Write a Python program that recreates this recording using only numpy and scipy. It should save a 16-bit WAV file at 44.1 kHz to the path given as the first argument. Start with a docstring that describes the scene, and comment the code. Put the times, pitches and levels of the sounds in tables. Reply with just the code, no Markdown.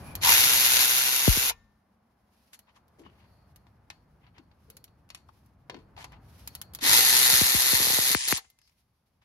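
"""A low outdoor rumble, a rustle of gloves and a sliding socket come first, then a click of the pawl.
A cordless ratchet spins two bolts out of a car's brake caliper, close to two microphone ports.
Its crank throws the pawl to and fro over rattling gears, the brake rings along, air puffs thump the ports.
Between the bursts the tool is moved, seated and clicked by hand: noise bursts through steel and echoes."""
import sys
import numpy as np
from scipy import signal
from scipy.fft import rfft, irfft, next_fast_len
from scipy.io import wavfile
from scipy.ndimage import uniform_filter1d

SR = 44100
rng = np.random.default_rng(int(sys.argv[2]) if len(sys.argv) > 2 else 0)


def generate_wav(signal):
    """Clip the signal to [-1, 1] and save it as 16-bit WAV at the path in sys.argv[1]."""
    frames = np.transpose(np.atleast_2d(signal))
    scaled = np.clip(frames, -1, 1) * 32767
    pcm = np.round(scaled).astype(np.int16)
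    wavfile.write(sys.argv[1], SR, pcm)


N = 407484
T = np.arange(N) / SR


def undb(db):
    """Decibels to gain."""
    return 10 ** (np.asarray(db) / 20)


def unit(x):
    """Scale to rms 1."""
    return x / np.sqrt(np.mean(x ** 2))


def curves(rows):
    """The columns of a table of (s, values) at every sample."""
    s, *columns = np.transpose(rows)
    return [np.interp(T, s, c) for c in columns]


def add(out, s, sound):
    """Mix a sound in at a time."""
    i = int(s * SR)
    out[..., i:i + sound.shape[-1]] += sound[..., :N - i]


def fade(t, t60):
    """Exponential decay, 60 dB in t60 seconds."""
    return np.exp(-np.log(1000) * t / t60)


def during(start, end, edge_s=0.0035):
    """1 between two times, 0 outside, with short ramps."""
    return np.clip(np.minimum(T - start, end - T) / edge_s + .5, 0, 1)


def walk(rate_hz):
    """Smooth random wander, rms 1."""
    k = int(SR / rate_hz)
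    steps = np.repeat(rng.standard_normal(N // k + 1), k)
    return unit(uniform_filter1d(steps, k)[:N])


def butter(x, hz, kind, order=2):
    """Low-pass or high-pass."""
    return signal.sosfilt(signal.butter(order, min(hz, SR / 2 - 1), kind, fs=SR, output="sos"), x)


def resonate(x, hz, width_hz):
    """One resonance, gain 1 at the centre."""
    return signal.lfilter(*signal.iirpeak(hz, hz / width_hz, fs=SR), x)


def resonate_twice(x, hz, width_hz):
    """Two equal resonances in series, for steeper skirts."""
    return resonate(resonate(x, hz, width_hz), hz, width_hz)


def band(hz, width_hz, size=N):
    """A narrow band of noise, different in each port."""
    return unit(resonate_twice(rng.standard_normal((2, size)), hz, width_hz))


def colour(x, points, size=4096):
    """Causal minimum-phase filter through (Hz, dB) points."""
    hz, db = np.transpose(points)
    bins_hz = np.fft.rfftfreq(size, 1 / SR)
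    gain = undb(np.interp(np.log(bins_hz + 1), np.log(hz), db))
    cepstrum = irfft(np.log(gain))
    cepstrum[1:size // 2] *= 2
    cepstrum[size // 2 + 1:] = 0
    response = np.array(irfft(np.exp(rfft(cepstrum))), ndmin=x.ndim)
    return signal.oaconvolve(x, response, axes=-1)[..., :x.shape[-1]]


def delay(x, s):
    """Delay by any fraction of a sample."""
    size = next_fast_len(len(x))
    turn = np.exp(-2j * np.pi * np.fft.rfftfreq(size, 1 / SR) * s)
    return irfft(rfft(x, size) * turn, size)[:len(x)]


def linger(x, t60):
    """Amplitude of the energy that a sound leaves behind in a ringing part or a space."""
    keep = fade(1 / SR, t60) ** 2
    return np.sqrt(signal.lfilter([1 - keep], [1, -keep], x ** 2 + 1e-18))


def crack(t60, size=6000):
    """A short burst of contact noise."""
    return rng.standard_normal(size) * fade(np.arange(size) / SR, t60)


# Long waves arrive directly, shorter ones mostly by reflection. 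Each row: frequency in Hz, gain in dB.
DIRECT = [(100, -2), (400, -3), (900, -4.5), (6000, -5.5)]
REFLECTED = [(100, -12.5), (400, -7), (900, -1.5), (6000, -1.57)]
PORT_LAG_S = 0.0001704


def wheel_well(x, near_t60, far_t60, far_db, lead_s=.00018, split_hz=7000):
    """Direct sound, dense echoes and a longer tail at both ports; treble reaches the right port first."""
    tail = np.hypot(linger(x, near_t60), undb(far_db) * linger(x, far_t60))
    echo = tail * rng.standard_normal((3, len(x)))
    direct = colour(x, DIRECT)
    both = np.array([direct, delay(direct, lead_s)]) + colour(echo[:2], REFLECTED)
    low = butter(both, split_hz, "low", order=6)
    high = butter(undb(-4.0) * x + undb(-1.5) * echo[2], split_hz, "high", order=6)
    return low + np.array([delay(high, PORT_LAG_S), high])


RIPPLE_DB = 2.6


def steel(x, count=260):
    """Countless narrow resonances of the steel parts give the rattle a fine metallic ripple."""
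    hz = np.geomspace(500, 11000, count)
    depth_db = RIPPLE_DB * np.interp(hz, [500, 900, 7000, 11000], [0, 1, 1, 0])
    ripple = rng.standard_normal(count)
    ripple = unit(ripple - uniform_filter1d(ripple, size=5))
    return colour(x, np.c_[hz, depth_db * ripple - depth_db ** 2 / 10])


# Background levels. Each row: time in seconds, rumble in dB, distant wash in dB (before a common trim).
BACKGROUND = [(0.15, -43.5, -53), (1.7, -73.5, -75.5), (2.7, -73.5, -74.5), (3.05, -61.5, -69),
              (4.1, -61.5, -72.5), (5.62, -61, -73), (5.72, -57, -70.5), (6.2, -54.5, -66),
              (6.8, -54.5, -65), (8.5, -78.5, -85.5), (9.24, -73.5, -83)]
# Glove grip shifts. Each row: start in seconds, length in seconds, level in dB.
GRIPS = [(-.1, 0.34, -60), (2.264, 0.35, -79.5), (3.016, 0.78, -89), (4.568, 0.22, -81), (5.263, 0.24, -80),
         (6.203, 0.42, -66), (8.63, .21, -81)]
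# Noise colours. Each row: frequency in Hz, gain in dB.
RUMBLE = [(20, -26.5), (40, -5), (65, 5), (120, 1.5), (210, -6.5), (320, -12.5), (600, -28.5),
          (1500, -55.5)]
WASH = [(150, -9.5), (450, -1.5), (800, 1.5), (1100, -1.5), (1700, -8), (3000, -21), (8000, -41)]
RUSTLE = [(600, -15), (2300, 1), (3600, -1.5), (4500, 0), (5500, -0.5), (8000, -12), (11000, -0.5),
          (16000, -12)]
RUSTLE_REST_DB = -86.5  # the hand at rest


def surroundings():
    """Distant rumble nearly alike in both ports, a wider wash above it, and the grainy rustle of gloves."""
    rumble_db, wash_db = curves(BACKGROUND)
    grip = undb(RUSTLE_REST_DB)
    for s, length_s, db in GRIPS:
        grip = grip + undb(db) * np.sin(np.pi * np.clip((T - s) / length_s, 0, 1))

    def noise(points, width):
        """Stereo noise with a given share of side."""
        mid, side = (unit(colour(rng.standard_normal(N), points)) for _ in range(2))
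        return np.array([mid + width * side, mid - width * side])

    steady = undb(rumble_db) * noise(RUMBLE, .12) + undb(wash_db + 0.5) * noise(WASH, 0.59)
    rustle = grip * undb(2.0 * walk(49)) * noise(RUSTLE, .9)
    return steady * undb(np.array([[1], [-1]]) * 0.34) + rustle


DRONE_DB, DRONE_FADE_START_S, DRONE_FADE_DB_PER_S = -72, 1.8, 2.5  # a far engine, moving off


def drone():
    """A narrow, wavering band of far engine noise."""
    level_db = DRONE_DB - DRONE_FADE_DB_PER_S * np.maximum(T - DRONE_FADE_START_S, 0)
    return undb(level_db) * unit(resonate_twice(rng.standard_normal(N), 210, 70))


# The socket slides on the bolt and along the bracket.
# Each row: start in seconds, length in seconds, level in dB, pitch in Hz, width in Hz.
SLIDES = [(0, .21, -57.5, 2410, 200), (.01, .14, -56, 10600, 900), (3.04, .065, -64.5, 2920, 220),
          (3.1, .45, -79, 4440, 450), (3.2, 0.23, -84, 11200, 1800), (8.595, 0.12, -70.5, 5000, 1300)]


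def slides():
    """Light sliding contact makes one resonance of the steel sing roughly."""
    out = np.zeros((2, N))
    for s, length_s, db, hz, width_hz in SLIDES:
        size = int(length_s * SR)
        add(out, s, undb(db) * band(hz, width_hz, size=size) * np.sqrt(np.hanning(size)))
    return out


# Pawl clicks as the handle is swung by hand. Each row: time in seconds, level in dB.
CLICKS = [(0.154, -16.5), (2.592, -37), (2.882, -55), (3.561, -40.5), (4.702, -33.5), (4.769, -35),
          (4.842, -31.5), (5.462, -53), (6.476, -24), (6.552, -23), (6.616, -21.5), (6.737, -32.5),
          (6.75, -23), (8.502, -45.5)]
# Each row: frequency in Hz, gain in dB.
CLICK_COLOUR = [(200, -19), (800, -7), (1600, -8.5), (2800, -3), (5500, -2.5), (8000, -5), (12000, 1),
                (16000, -4)]


def hand_clicks():
    """The pawl drops over single teeth: short noise cracks through steel and echoes."""
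    out = np.zeros(N)
    for s, db in CLICKS:
        add(out, s - .001, undb(db) * crack(0.0047))
    heard = wheel_well(out, near_t60=0.036, far_t60=.18, far_db=-16)
    return undb(3.0) * colour(steel(heard), CLICK_COLOUR)


# Ring of disc and caliper.
# Each row: pitch in Hz, t60 in seconds, dB from the upper bolt, dB from the lower bolt.
BRAKE = [(1136, .8, -47, -60), (1405, .69, -49.5, -59), (1800, 0.71, -37, -53), (2067, 0.98, -51.5, -43),
         (2220, .4, -46, -52), (3752, .6, -53, -59.5), (4538, .3, -52, -46), (4802, .45, -56, -50.5),
         (6772, .42, -53, -43.5)]
TOOL_MOVES_S = 3.3  # from upper to lower bolt


def brake_ring(x):
    """Every blow travels through the bolt into the disc; each bolt favours other modes."""
    out = 0
    for hz, t60, upper_db, lower_db in BRAKE:
        fed = x[0] * np.where(T < TOOL_MOVES_S, undb(upper_db), undb(lower_db))
        out = out + linger(fed, t60) * np.sin(2 * np.pi * hz * T + .45 * walk(9))
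    return out


SOCKET_HZ, SOCKET_WIDTH_HZ, SOCKET_T60_S, SOCKET_DB = 4370, 370, 0.35, -21.5


def socket_ring(x):
    """The loose socket rings on after each contact."""
    return undb(SOCKET_DB) * linger(x[0], SOCKET_T60_S) * band(SOCKET_HZ, SOCKET_WIDTH_HZ)


CRANK_HZ = 130.7  # turns per second with no load
BRAKING_S = .02  # time constant of the motor brake


def motor(start, release, spin_up_s):
    """Share of full speed: the motor spins up on the trigger and brakes on release."""
    spin_up = 1 - np.exp(-np.maximum(T - start, 0) / spin_up_s)
    return spin_up * np.exp(-np.clip((T - release) / BRAKING_S, 0, 20))


BREAKAWAY_S, BREAKAWAY_DB, BREAKAWAY_EASE_DB_PER_S = .218, 8, 30  # the first turns fight the rust
LOOSE_DB, LOOSE_SAG_DB_PER_S = -2.5, 4  # a loose bolt rattles less and less


def load(start, loose):
    """Load in dB: highest at breakaway, steady along the thread, fading once the bolt is loose."""
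    easing_db = BREAKAWAY_DB - BREAKAWAY_EASE_DB_PER_S * np.maximum(T - start, 0)
    breakaway = during(0, start + BREAKAWAY_S) * easing_db
    return breakaway + during(loose, np.inf) * (LOOSE_DB - LOOSE_SAG_DB_PER_S * (T - loose))


LOUDNESS_POWER = 1.8  # the rattle grows with this power of the speed
SLOW_TREBLE_DB, TREBLE_DB_PER_LOAD_DB = -10.5, -0.1  # treble at standstill, treble per dB of load


def effort(pace, load_db):
    """Gain and treble dB of the rattle: louder with speed and load, dull when slow."""
    gain = pace ** LOUDNESS_POWER * undb(load_db)
    return gain, SLOW_TREBLE_DB * (1 - pace) + TREBLE_DB_PER_LOAD_DB * load_db


def pawl(turns, at, jitter, scatter_db):
    """One blow at a given part of every crank turn, each a little off in time and strength."""
    count = np.arange(int(turns[-1]))
    early, strength = rng.standard_normal((len(count), 2)).T
    blows = np.zeros(N)
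    samples = np.searchsorted(turns, count + at + jitter * early)
    blows[np.minimum(samples, N - 1)] = undb(scatter_db * strength)
    return unit(blows)


def mechanism(speed, turns):
    """The pawl drives, then skips back; each blow sprays tiny impacts, while gears hiss more evenly."""
    drive = pawl(turns, 0, jitter=.025, scatter_db=1.5)
    skip = pawl(turns, .26, jitter=.04, scatter_db=2)
    blows = drive + undb(-6) * skip
    chatter = unit(signal.fftconvolve(blows, fade(T[:2000], .014))[:N])
    impacts = undb(-12.5) * unit(blows) + 1.1 * chatter * rng.standard_normal(N)
    grains = rng.standard_normal(N) * (rng.random(N) < .4)
    gears = unit(grains) * undb(1.6 * walk(600))
    clatter = colour(impacts, [(5000, 0), (11000, -2)]) + colour(gears, [(5000, -1), (11000, 3)])
    return clatter / np.std(clatter[speed > CRANK_HZ / 2]) * undb(0.46 * walk(25))


# One trigger pull per bolt. 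Each row: start in seconds, bolt loose in seconds, release in seconds,
# spin-up time constant in seconds, share of speed lost at 0 dB load, level in dB, relative shudder in dB.
RUNS = [(0.204, 0.859, 1.498, .031, .048, -18, -12.5), (6.8, 7.42, 8.374, .046, .03, -18.5, -20.5)]
# Rattle colour. Each row: frequency in Hz, dB on the upper bolt, dB on the lower bolt.
RATTLE = [(60, -18, -14.5), (300, -13, -11), (610, -12, -12), (910, -6.5, -8), (1200, -7.5, -5),
          (1560, -5, -5), (2090, 0.5, 0), (3180, 0, -1), (3930, 0.5, 4), (4970, 0, 2), (6840, 1, 1.5),
          (8400, -10.5, -1), (9000, 0, 3), (13700, 1, 0.5), (15500, -14.5, -17.5)]
# Tool and socket resonances on each bolt. Each row: pitch in Hz, width in Hz, relative level in dB.
UPPER_PEAKS = [(463, 15, 4.5), (770, 30, -1), (960, 48, -0.5), (1400, 30, 4), (1472.4, 40, 2.5),
               (1670, 37, -2.5), (2100, 80, -4), (2336, 32, -4.5), (2780, 120, 0.5), (3680, 270, -3),
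               (4300, 53, -4), (6160, 130, -3), (6850, 150, -5.5)]
LOWER_PEAKS = [(467, 13, 7), (775, 20, 9), (907, 23.9, 7), (956, 24, -0.5), (1410, 18, 1), (1805, 120, 3),
               (2010, 90, -1.5), (3650, 270, -4), (4296, 250, -3), (4950, 90, -10.5), (6360, 60, -4),
               (6820, 130, -8.5)]
# Crank hum. Each row: multiple of crank speed, relative level in dB.
HUM = [(1, -30), (2, -35.5), (3, -32), (4, -29.5), (5, -33.5), (6, -28), (7, -31)]
# The socket spins freely. Each row: start in seconds, end in seconds.
FREE_SPINS = [(8.15, 8.277), (8.329, 8.373)]
# Whirr of the free socket. Each row: frequency in Hz, gain in dB.
FREE_COLOUR = [(100, -14), (300, -25.5), (600, -22.5), (950, -6), (1450, -13.5), (1750, 0.5), (4400, 3),
               (7000, 4.5), (9700, 3), (11000, -12), (12000, -20.5), (15500, -21)]
FREE_DB = -29.5
SHUDDER_AT, SHUDDER_SPREAD = 2.4, .9  # in spin-up time constants


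def ratchet():
    """Two motor runs: rattle through tool resonances, crank hum, a starting shudder, a free whirr."""
    speed, torque, efforts = 0, 0, []
    for start, loose, release, spin_up_s, droop, level_db, shudder_db in RUNS:
        pace, load_db = motor(start, release, spin_up_s), load(start, loose)
        speed = speed + CRANK_HZ * pace * (1 - droop * undb(load_db) ** 2)
        off_peak = ((T - start) / spin_up_s - SHUDDER_AT) / SHUDDER_SPREAD
        torque = torque + np.exp(-np.minimum(off_peak ** 2 / 2, 20))
        efforts.append((level_db, shudder_db, *effort(pace, load_db)))
    turns = np.cumsum(speed * (1 + .005 * walk(12))) / SR
    blows = mechanism(speed, turns)
    free = sum(during(*spin) for spin in FREE_SPINS)
    hum = sum(undb(db) * np.sqrt(2) * np.sin(2 * np.pi * multiple * turns) for multiple, db in HUM)
    whirr = wheel_well(blows * free, near_t60=0.024, far_t60=0.36, far_db=-19.5)
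    out = undb(FREE_DB) * colour(whirr, FREE_COLOUR)
    for bolt, peaks in enumerate((UPPER_PEAKS, LOWER_PEAKS)):
        level_db, shudder_db, gain, treble_db = efforts[bolt]
        gain = gain * (1 - free)
        drive = steel(wheel_well(blows * gain, near_t60=.025, far_t60=.6, far_db=-35))
        body = sum(undb(db) * resonate(drive, hz, width_hz) for hz, width_hz, db in peaks)
        bolt_colour = np.array(RATTLE)[:, [0, bolt + 1]]
        rattle = undb(0.92) * colour(drive + undb(-3.0) * body, bolt_colour)
        # treble follows speed and load
        sizzle = rattle - uniform_filter1d(rattle, 5)
        rattle = rattle + sizzle * (undb(np.clip(treble_db, -16, 2)) - 1)
        shudder = undb(shudder_db) * torque * band(940, 280)
        out = out + undb(level_db) * (rattle + gain * (undb(-14) * hum + shudder))
    return out


# Dull bumps of the tool: thuds in the hand, and kicks of the motor as it starts and stops. 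Each row: time in
# seconds, level in dB, pitch in Hz, t60 in seconds.
BUMPS = [(1.203, -26, 950, 0.046), (1.504, -21.5, 900, 0.035), (2.68, -50, 980, 0.072),
         (2.765, -47.5, 980, 0.1), (2.985, -39, 326, 0.32), (3.058, -44, 219, 0.069),
         (3.061, -35.5, 1040, 0.028), (4.39, -41.5, 273, 0.14), (4.68, -49, 443, 0.69),
         (5.29, -36.5, 960, 0.018), (5.701, -38, 420, 0.49), (5.745, -33.5, 277, 0.15),
         (5.975, -32, 816, 0.15), (6.045, -39, 840, 0.074), (6.122, -41, 850, 0.24), (6.82, -27, 290, 1),
         (6.859, -33, 115, 0.47), (8.379, -29, 1000, 0.038)]


def bumps():
    """The plastic housing thuds, in the gloved hand or kicked by the motor: decaying noise through a broad
    resonance."""
    out = np.zeros((2, N))
    for s, db, hz, t60 in BUMPS:
        push = wheel_well(crack(t60, size=12000), near_t60=0.037, far_t60=.4, far_db=-26)
        thud = resonate_twice(push, hz, 0.47 * hz)
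        add(out, s, undb(db - 6.5) * thud / np.abs(thud).max())
    return out


# Air puffs on the ports, each a falling thump.
# Each row: time in seconds, level in dB, starting pitch in Hz, exponent of level against pitch.
PUFFS = [(1.2775, -9, 1100, -0.17), (1.371, -22, 750, .5), (7.329, -29.5, 510, 0.31),
         (7.414, -17, 682, 0.46), (7.546, -22, 650, 0.26), (7.7318, -21, 910, .4), (7.755, -35, 997, 0.95),
         (7.777, -36, 900, 0.87), (7.801, -22.5, 1200, 0.61), (7.818, -26.5, 900, 0.81),
         (7.847, -30.5, 1207, 0.76), (7.870, -19.5, 2000, 0.88), (7.902, -20, 2200, 0.83),
         (7.933, -28, 1400, 0.44), (7.9865, -14.5, 2420, 0.66), (8.071, -36, 1400, 0.72),
         (8.102, -26, 1686, .7), (8.111, -32, 900, 0.7), (8.1495, -15, 900, 0.8), (8.278, -41, 1300, 0.3),
         (8.326, -16.5, 900, 0.8)]


def puffs(cycles=1.4, typical_hz=800, lowest_hz=50, wake_db=-29, wake_t60=0.84,
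          right_db=-4, right_lag_rad=0.9, size=22000):
    """Each puff spreads: its period grows steadily, slow eddies trail; the right is weaker and later."""
    left, right, t = np.zeros(N), np.zeros(N), T[:size]
    for s, db, start_hz, slope in PUFFS:
        stretch = (start_hz / typical_hz) ** 0.33  # sharp puffs fall faster
        hz = 1 / (1 / start_hz + t / cycles * stretch)
        phase = 2 * np.pi * np.cumsum(hz) / SR
        swell = np.sin(np.minimum(phase / 3, np.pi / 2)) ** 2
        bass_cut = np.exp(-(lowest_hz * (1 + 0.46 * slope) / hz) ** 2)
        shape = swell * (hz / start_hz) ** slope * bass_cut
        shape = shape / shape.max()
        eddies = unit(resonate_twice(rng.standard_normal(size), 58, 60))
        wake_gain = undb(wake_db) * (lowest_hz / start_hz) ** max(slope, 0)
        wake = wake_gain * swell * fade(t, wake_t60) * eddies
        add(left, s, undb(db) * (shape * np.sin(phase) + wake))
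        add(right, s, undb(db + right_db) * (shape * np.sin(phase - right_lag_rad) + wake))
    return np.array([left, butter(right, 1000, "low", order=1)])


# Socket and glove scrape over metal.
# Each row: start in seconds, length in seconds, level in dB, relative treble in dB.
SCRAPES = [(2.522, 0.033, -52.5, 7.5), (2.663, 0.054, -60, -19.5), (2.739, 0.046, -59.5, -5),
           (2.975, .05, -63, 3), (3.024, .09, -57.5, -20), (3.088, 0.23, -64.5, -17.5),
           (4.204, 0.095, -61, -32), (4.337, 0.068, -56.5, -26), (5.686, 0.15, -62, -12),
           (5.96, 0.094, -45.5, -6), (6.102, 0.073, -53, -25), (8.437, 0.019, -58, -16),
           (9.209, 0.0287, -64, -13)]
# Parts rung by scrapes and knocks. Each row: frequency in Hz, gain in dB.
KNOCK_COLOUR = [(100, -24.5), (300, -5), (550, -4), (950, 4), (1400, -1.5), (2200, 2), (4700, -2.5),
                (7000, -4), (12000, -10.5), (16000, -33)]


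def scrapes():
    """Dense uneven slips over rusty steel, ringing the same parts as the knocks."""
    out = np.zeros((2, N))
    for s, length_s, db, treble_db in SCRAPES:
        size = int(length_s * SR)
        unevenness = undb(5.0 * walk(274.0)[:size])
        slips = rng.standard_normal(size) * unevenness * np.sqrt(np.hanning(size))
        padded = np.pad(unit(slips), (0, SR // 4))
        heard = wheel_well(padded, near_t60=0.064, far_t60=.35, far_db=-16)
        add(out, s, undb(db) * colour(heard, [(3000, 0), (9000, treble_db + 0.5)]))
    return colour(out, KNOCK_COLOUR)


# Socket and housing knock on metal.
# Each row: time in seconds, level in dB, low body setting in dB, treble setting in dB (both rescaled).
KNOCKS = [(2.533, -37.5, -39, -12), (3.668, -51.5, -5, -30), (3.902, -29.5, -12.5, -21),
          (4.267, -50, -5, -57.5), (4.382, -41.5, -6, -26), (4.514, -50.5, -5, -39.5),
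          (4.879, -50, -20, -25), (5.091, -50, -18, -12), (5.103, -32, -23, -18), (5.148, -30, -24, -11.5),
          (5.174, -51, -18, -13), (5.288, -51.5, -6, -22), (5.698, -24.5, -9.5, -33),
          (5.744, -33.5, -5, -39), (5.766, -46, 3.5, -36), (5.966, -41.5, -6, -37), (5.978, -36, -4, -38),
          (6.043, -28.5, -6, -16), (6.121, -45, -4, -15), (6.788, -33.5, -6, -19), (8.588, -52, -24, -10),
          (8.616, -50.5, -24, -13), (8.676, -55, -30, -12), (8.695, -56, -29, -14)]


def knocks():
    """Metal meets metal; soft contacts are dull, hard ones bright."""
    out = np.zeros((2, N))
    for s, db, low_db, treble_db in KNOCKS:
        low_gain_db = 0.76 * (min(low_db, -6) + 12.5)
        treble_gain_db = 0.88 * (treble_db + 13.5)
        hardness = [(700, low_gain_db), (2200, 0.0028), (4500, 0.0006), (9000, treble_gain_db)]
        blow = wheel_well(crack(0.0091, size=16000), near_t60=0.035, far_t60=.25, far_db=-14)
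        add(out, s - .0005, undb(db) * colour(blow, hardness))
    return undb(4.5) * colour(steel(out), KNOCK_COLOUR)


# Sharp pops of two puffs, head on to the left port. Each row: time in seconds, level in dB, pitch in Hz.
POPS = [(8.149, -2, 1800), (8.3255, -2.5, 1830)]


def pops(cycles=0.56, right_db=-15, size=400):
    """A pressure snap of about one cycle, weaker at the right port."""
    out, t = np.zeros(N), T[:size] - T[size // 2]
    for s, db, hz in POPS:
        snap = np.exp(-(t * hz / cycles) ** 2) * np.cos(2 * np.pi * hz * t)
        add(out, s + t[0], undb(db) * snap)
    return np.array([out, undb(right_db) * out])


# The tool works on the left. Each row: frequency in Hz, left over right in dB.
LEFT_BIAS = [(100, 3), (700, 6.5), (1700, 4), (2100, 1.5), (2800, 1.5), (5000, 4), (7500, 2), (9000, -0.5)]


def scene():
    """Tool and contacts sound in the wheel well, mostly to the left; puffs act on the ports alone."""
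    contacts = hand_clicks() + knocks() + scrapes()
    metal = ratchet() + contacts
    work = metal + brake_ring(metal) + socket_ring(contacts) + slides() + bumps()
    heard = []
    for port, side in zip(work, (1, -1)):
        heard.append(colour(port, [(hz, side * db / 2) for hz, db in LEFT_BIAS]))
    return np.array(heard) + puffs() + pops() + surroundings() + drone()


TOP_HZ = 15750


def record(dry):
    """The microphones round the highest peaks and cut the deepest bass and the top."""
    rounded = dry / (1 + (dry / .9) ** 6) ** (1 / 6)
    top_cut = signal.ellip(10, .2, 80, TOP_HZ, fs=SR, output="sos")
    return signal.sosfilt(top_cut, butter(rounded, 33, "high", order=4))


dry = scene()
out = record(dry)
generate_wav(out)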